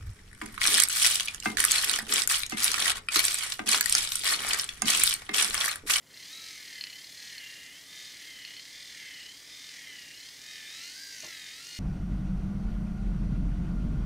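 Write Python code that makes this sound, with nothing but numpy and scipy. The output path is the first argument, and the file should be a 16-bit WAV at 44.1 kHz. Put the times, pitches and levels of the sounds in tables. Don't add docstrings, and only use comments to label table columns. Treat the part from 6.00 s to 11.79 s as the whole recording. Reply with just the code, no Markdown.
import sys
import numpy as np
from scipy import signal
from scipy.fft import rfft, irfft, next_fast_len
from scipy.io import wavfile
from scipy.ndimage import uniform_filter1d, map_coordinates

SR = 44100
rng = np.random.default_rng(int(sys.argv[2]) if len(sys.argv) > 2 else 0)


def master_out(mix):
    frames = np.transpose(np.atleast_2d(mix))
    ceiling = np.clip(frames, -1, 1)
    pcm = np.round(ceiling * 32767).astype(np.int16)
    wavfile.write(sys.argv[1], SR, pcm)


def attenuation_scalar(level_db):
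    decades = np.asarray(level_db, float) / 20
    return 10 ** decades


N = 255339
T = np.arange(N) / SR

# f/Hz, level/dB [per Hz]
ROOM_RUMBLE = [(15, -64), (25, -38), (46, -10), (69, -5.5), (86, -8.5), (113, -7.5), (257, -3.5), (290, -4),
               (316, -4.5), (945, -12), (1500, -9.5), (1950, -26), (3300, -120)]
# f/Hz, level/dB [rms]
ROOM_HUM = [(59.2, -81.5), (118.4, -79), (161.5, -78.5), (285.3, -75.5)]
# t/s, peak level/dB
BENCH_BUMP = [
    (5.228, -42.5),
    (5.242, -45),
    (5.254, -53),
    (5.27, -49),
]
# f/Hz, width/Hz, level/dB
BENCH_MODES = [(134, 68, -7), (332, 130, -2.5), (618, 70, 0.5), (1090, 290, -9.5)]
# delay/ms, level/dB
REFLECTIONS = [(1.9, -19.5), (3.1, -28), (4.6, -27), (7.3, -14.5), (11, -12.5)]
# middle t/s, length/s, level/dB
LID_CHATTER = [
    (4.84, .07, -55),
    (5.21, 0.092, -48.5),
    (5.67, .05, -51),
]
# f/Hz, width/Hz, level/dB
LID_MODES = [(5850, 350, 0.5), (6560, 500, -1.5), (7100, 300, -6)]
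# f/Hz, level/dB [per Hz]
BRUSH_HISS = [(4120, -18), (7000, -4.5), (7530, -6), (8440, -8), (9360, -8.5), (10200, -7.5), (12000, -12),
              (13800, -13), (15600, -15)]
# f/Hz, width/Hz, level/dB
CAN_MODES = [(7320, 190, 11.5), (8130, 130, -8), (8900, 120, -2.5), (10110, 350, 6), (10470, 170, 4.5),
             (13200, 200, 2), (13600, 180, 4.5)]
# t/s, level/dB
CAN_GRIP = [(0, -8), (.3, -2), (1.4, -2.5), (2.3, -4.5), (2.6, -11), (4.5, -6.5), (4.9, -8), (5.3, -1.5),
            (5.5, -11), (5.79, -3)]
# t/s, peak level/dB
KNOCKS = [(0.1411, -43), (0.3495, -37), (0.6792, -37), (0.8102, -26), (0.839, -23.5), (0.869, -25),
          (0.8994, -37), (0.93, -30), (1.043, -32), (1.2506, -38), (1.381, -29), (1.4426, -35),
          (1.838, -40), (1.93, -40), (2.17, -44), (2.45, -25), (2.4783, -32.5), (2.5383, -35), (2.567, -33),
          (2.5958, -29.5), (2.6529, -33), (2.924, -41), (3.142, -41), (3.691, -29), (4.288, -29),
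          (4.68, -49), (4.8362, -31), (5.203, -46), (5.2447, -37), (5.669, -33)]
# f/Hz, width/Hz, level/dB
KNOCK_MODES = [(2730, 410, 6), (4266, 110, 16.5), (4950, 300, 7.5), (5350, 230, -12), (6285, 420, -46)]
# f/Hz, width/Hz, level/dB
FLAW_MODES = [(4215, 70, 4), (4850, 70, -3), (5450, 80, -14)]
# t/s, level/dB
FLAW_BITE = [(0, -85), (.15, -52.5), (.9, -50.5), (1.0, -57), (1.1, -49.5), (1.35, -49.5), (1.55, -73),
             (1.88, -64), (1.95, -53), (2.68, -54), (2.8, -70), (2.95, -56), (3.3, -55), (3.45, -65),
             (4.0, -68), (4.2, -52), (4.5, -70), (5.79, -66)]
# f/Hz, width/Hz, level/dB
LOW_MODES = [(1728, 164, 0.5), (2050, 202, 2.5), (2426, 99, -2.5), (2985, 810, -1), (3320, 1020, -3.5)]
# f/Hz, width/Hz, level/dB
HIGH_MODES = [(3580, 400, -5.5), (4150, 750, -2.5), (4950, 406, 0), (5140, 105, 1.5), (5493, 163, -3.5),
              (5970, 340, -5.5), (6310, 225, -4), (6756, 380, -8.5), (8475, 790, -13)]
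# t/s, effort level/dB, damping/dB
MOTOR_EFFORT = [(0, -68, -1.5), (.16, -50, -2.5), (.32, -44.5, 1.5), (.75, -45.5, -0.5), (1.02, -48, 0.5),
                (1.34, -46, -2), (1.72, -49, -2), (1.87, -49.5, 0.5), (1.94, -46.5, -0.5), (2.6, -47, 1),
                (3.15, -45.5, -0.5), (3.45, -48.5, 1.5), (3.56, -46, 1), (4.42, -47, 0.5),
                (4.84, -41.5, 0.5), (5.05, -43.5, 6), (5.35, -44, 0), (5.72, -43.5, 3)]
# phase [0 slowest, 1 free, 2 load returns, 3 slowest], low level/dB, high level/dB
SHELL_CYCLE = [(0, -5.5, -5.5), (.5, -6.5, -3), (1, -6, -4), (2, -4.5, -2.5), (2.3, -3.5, -4.5),
               (3, -4.5, -5)]
# slowest t/s, slowest tooth rate f/Hz, free from t/s, free tooth rate f/Hz, load returns t/s
PUMP_STROKES = [(0, 600, .35, 1300, .51), (.916, 975, 1.09, 1135, 1.296), (1.454, 928, 1.558, 936, 1.664),
                (1.69, 930, 1.894, 1208, 2.1), (2.52, 958, 2.726, 1166, 2.904),
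                (3.24, 962, 3.502, 1204, 3.684), (4.118, 922, 4.47, 1239, 4.56),
                (4.67, 1181, 5.02, 1582, 5.135), (5.495, 1204, 5.69, 1428, 5.8)]
# tooth rate f/Hz, first level/dB, second level/dB, third level/dB
MESH_RADIATION = [(530, -101, -96, -85), (800, -92, -76, -72), (940, -89, -52, -53), (1030, -86, -49, -53),
                  (1080, -85, -57, -55), (1120, -84, -63, -58), (1185, -76, -62, -56),
                  (1205, -73, -61, -52), (1320, -62, -61, -52), (1430, -64, -57, -52),
                  (1500, -60, -66, -54), (1580, -55, -68, -49)]
# stroke phase, second level/dB, third level/dB
TOOTH_SINGING = [(0, -7, 1), (.5, -8, -1), (.85, -5, -7), (1, -3, 0), (2, -3, 0), (2.15, 0, -4),
                 (2.45, 2, -1), (3, -7, 1)]
# t/s, level/dB
TOOTH_PRESSURE = [(0, -10), (.2, -7), (.3, 7), (.4, 0.5), (.62, -8), (.8, -1), (1.15, 0), (1.35, -2.5),
                  (1.55, 4.5), (1.68, -4.5), (2.1, -1), (2.85, 0), (3.2, 0), (4.1, -1), (4.35, -2.5),
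                  (4.8, 0.5), (5.4, -1.5), (5.79, 0)]
# multiple of tooth rate, level/dB
TRAIN_TONES = [(1.25, -68.5), (1.354, -75), (1.462, -68), (1.6, -79), (1.67, -70), (1.78, -67.5),
               (1.87, -77), (1.975, -78), (2.302, -86), (2.4, -81), (2.6, -66.5), (3.199, -70)]

TEETH = 28.65
FLAW_AT = .85
SAG_POWER, INERTIA_S = 1.6, .06
BRUSH_DB, BRUSH_FOLLOWS, USUAL_DB = -60, 0.53, -45.5
REGRIP_S, REGRIP_LASTS_S, REGRIP_DB = 4.2, .25, 6


def unit(x):
    return x / np.sqrt(np.mean(x ** 2) + 1e-20)


def by(x, rows):
    at, *cols = np.transpose(rows)
    return [np.interp(x, at, c) for c in cols]


def wobble(rate):
    return map_coordinates(rng.standard_normal(int(N * rate / SR) + 4), [T * rate])


def filtered(x, response):
    m = next_fast_len(N + SR // 4)
    return irfft(rfft(x, m) * response(np.fft.rfftfreq(m, 1 / SR)), m)[..., :N]


def modes(table):
    def response(f):
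        total = 0
        for k, (centre, width, db) in enumerate(table):
            damping = 1j * f * width
            total = total + (-1) ** k * attenuation_scalar(db) * damping / (centre * centre - f * f + damping)
        return total
    return response


def shape(points):
    hz, db = np.transpose(points)
    return lambda f: attenuation_scalar(np.interp(np.log(f + 1), np.log(hz), db))


def steep(edge_hz):
    return lambda f: (1j * f / edge_hz / (1 + 1j * f / edge_hz)) ** 6


def shell(table, edge_hz):
    return lambda f: modes(table)(f) * steep(edge_hz)(f)


def bursts(turns, at, sharp):
    return np.exp(sharp * (np.cos(2 * np.pi * (turns - at)) - 1))


def worn(turns, wear, size):
    pattern = rng.standard_normal((64, size))
    return unit(map_coordinates(pattern, [T * wear, turns % 1 * (size - 1)], order=1))


def room():
    hum = 0
    for hz, db in ROOM_HUM:
        level = attenuation_scalar(db + 3 + 0.46 * wobble(5.4))
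        hum = hum + level * np.sin(2 * np.pi * hz * T + .5 * wobble(8))
    return hum + attenuation_scalar(-66.5) * unit(filtered(rng.standard_normal(N), shape(ROOM_RUMBLE)))


def bump():
    blows, t = np.zeros(N + SR), np.arange(SR // 8) / SR
    for s, db in BENCH_BUMP:
        envelope = attenuation_scalar(db - 60 * t / .07) * np.minimum(t / .004, 1)
        blows[round(s * SR):][:len(t)] += envelope * rng.standard_normal(len(t))
    rung = filtered(blows[:N], modes(BENCH_MODES))
    return attenuation_scalar(17) * filtered(rung, shape([(1100, 3), (2000, -30)]))


def nearby(x):
    def comb(f):
        return 1 + sum(attenuation_scalar(db) * np.exp(-2j * np.pi * f * ms / 1000) for ms, db in REFLECTIONS)
    return filtered(x, comb) / np.sqrt(1 + sum(attenuation_scalar(2 * db) for _, db in REFLECTIONS))


def stroke():
    slow_s, slow_hz, free_s, free_hz, load_s = np.transpose(PUMP_STROKES)
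    corners = np.ravel([slow_s, free_s, load_s], "F")
    phase = np.interp(T, corners, np.arange(len(corners)))
    k, part = (phase // 3).astype(int), phase % 3
    climb = slow_hz[k] + (free_hz - slow_hz)[k] * np.minimum(part, 1)
    fall_hz = (free_hz - np.roll(slow_hz, -1))[k]
    sag = fall_hz * (1 - (3 - np.maximum(part, 2)) ** SAG_POWER)
    return uniform_filter1d(climb - sag, size=round(INERTIA_S * SR), mode="nearest"), part


def large_wheel():
    return np.cumsum(stroke()[0]) / SR / TEETH


def flawed_wheel(turns):
    s = np.transpose(KNOCKS)[0]
    offset = (FLAW_AT - np.interp(s, T, turns) + .5) % 1 - .5
    return turns + np.interp(T, s, np.unwrap(offset, period=1))


def loudness():
    effort_db, damping_db = by(T, MOTOR_EFFORT)
    low_db, high_db = by(stroke()[1], SHELL_CYCLE)
    brush_db = BRUSH_DB + BRUSH_FOLLOWS * (effort_db - USUAL_DB)
    return effort_db + low_db - damping_db, effort_db + high_db, brush_db, by(T, FLAW_BITE)[0]


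def lid():
    wheel = flawed_wheel(large_wheel())
    blows = bursts(wheel, at=0.91, sharp=4.1) * rng.standard_normal(N)
    pushed = sum(attenuation_scalar(db) * np.exp(-((T - s) / length) ** 2) for s, length, db in LID_CHATTER)
    return pushed * unit(filtered(blows, modes(LID_MODES)))


def brushes():
    shaft = 3 * large_wheel()
    scrape = rng.standard_normal(N) + .3 * worn(shaft, wear=8, size=280)
    chop = 1 + .5 * bursts(shaft, at=0.073, sharp=1)
    chop = chop + 2.3 * bursts(2 * shaft, at=0.16, sharp=5.7)
    chop = chop + .5 * bursts(4 * shaft, at=0.14, sharp=3.8)
    hiss = unit(filtered(chop * scrape, shape(BRUSH_HISS)))
    ring = unit(filtered(chop * rng.standard_normal(N), shell(CAN_MODES, 5000)))
    return attenuation_scalar(loudness()[2] + 2.0) * (hiss + attenuation_scalar(by(T, CAN_GRIP)[0]) * ring)


def ticks():
    blows, t = np.zeros(N + SR), np.arange(200) / SR
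    for s, db in KNOCKS:
        blows[round(s * SR):][:len(t)] += attenuation_scalar(db - 60 * t / 0.0031) * unit(rng.standard_normal(len(t)))
    return attenuation_scalar(2.0) * filtered(blows[:N], modes(KNOCK_MODES))


def rattle(turns, wheel_share, shaft_share, grain_db):
    grit = rng.standard_normal(N) * attenuation_scalar(grain_db * wobble(600))
    wheel_flaws = wheel_share * worn(turns, wear=4, size=700)
    shaft_flaws = shaft_share * worn(3 * turns, wear=9, size=240)
    return wheel_flaws + shaft_flaws + unit(grit)


def gears():
    low_db, high_db, _, flaw_db = loudness()
    turns = large_wheel()
    wheel = flawed_wheel(turns)
    low = rattle(turns, wheel_share=1.2, shaft_share=.8, grain_db=2.5)
    low = low * (1 + 0.82 * bursts(wheel, at=0.76, sharp=2.5))
    low = unit(filtered(low, shell(LOW_MODES, 1000)))
    high = rattle(turns, wheel_share=.8, shaft_share=.35, grain_db=2.5)
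    once = 0.9 * bursts(wheel, at=0.89, sharp=1.7)
    thrice = 0.47 * bursts(3 * wheel, at=0.42, sharp=1.4)
    high = unit(filtered(high * (1 + once + thrice), shell(HIGH_MODES, 1500)))
    flaw = bursts(wheel, at=FLAW_AT, sharp=30000) * attenuation_scalar(1.5 * wobble(40))
    flaw = filtered(flaw, modes(FLAW_MODES))
    flaw = filtered(flaw, modes([(4190, 110, 0), (4870, 150, 0), (5450, 410, 0)]))
    flaw_db = uniform_filter1d(flaw_db, size=SR // 12) - 5.0
    return attenuation_scalar(low_db) * low + attenuation_scalar(high_db) * high + attenuation_scalar(flaw_db) * unit(flaw)


def mesh_lines():
    rate, part = stroke()
    first_db, second_db, third_db = by(rate, MESH_RADIATION)
    sing_second_db, sing_third_db = by(part, TOOTH_SINGING)
    press_db = by(T, TOOTH_PRESSURE)[0]
    turned = np.clip((T - REGRIP_S) / REGRIP_LASTS_S, 0, 1)
    second_db = second_db + (1 - turned) * sing_second_db + turned * REGRIP_DB + press_db
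    return rate, third_db + sing_third_db + press_db, second_db, first_db


def whine():
    rate, third_db, second_db, first_db = mesh_lines()
    mesh = np.cumsum(rate) / SR
    turns = mesh / TEETH
    third_db = uniform_filter1d(third_db, size=SR // 30)
    swing = mesh + .045 * np.sin(2 * np.pi * turns) + .033 * wobble(150)
    press = attenuation_scalar(3 * np.cos(2 * np.pi * turns) + 2 * wobble(60))
    third = attenuation_scalar(third_db + 2) * press * np.sin(2 * np.pi * (3 * swing + .095 * wobble(250)))
    second_swing = mesh + 0.35 * (swing - mesh)
    second = attenuation_scalar(second_db - 1) * press ** .7 * np.sin(2 * np.pi * 2 * second_swing)
    first = attenuation_scalar(first_db - 0.5 + 4.7 * np.cos(2 * np.pi * turns)) * np.sin(2 * np.pi * swing)
    first = first + attenuation_scalar(first_db - 4 + 3 * wobble(8)) * np.sin(2 * np.pi * 1.045 * mesh)
    ninth = attenuation_scalar(first_db - 10) * np.sin(2 * np.pi * (9 * swing + .1 * wobble(400)))
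    steady = mesh + .013 * wobble(80)
    tones = sum(attenuation_scalar(db + 1.46 * wobble(6)) * np.sin(2 * np.pi * k * steady) for k, db in TRAIN_TONES)
    tones = tones * attenuation_scalar(loudness()[0] + 55 + 25 * np.log10(rate / 1150))
    tones = filtered(tones, lambda f: steep(1100)(f) * (1 + modes([(1950, 500, 6)])(f)))
    return ninth + third + second + first + tones


def scene():
    housing = nearby(gears() + ticks() + brushes() + lid())
    mono = whine() + housing + bump() + room()
    return np.array([mono, mono])


def low_pass(x):
    return signal.sosfilt(signal.butter(12, 15720, fs=SR, output="sos"), x)


def record(dry):
    hiss_shape = shape([(25, -6), (100, 8.5), (1000, 3), (5000, -12.0), (15000, 4.5)])
    hiss = filtered(rng.standard_normal((2, N)), hiss_shape)
    limited = filtered(dry + attenuation_scalar(-70) * hiss, lambda f: f < 15740)
    return low_pass(limited)


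dry = scene()
out = record(dry)
master_out(out)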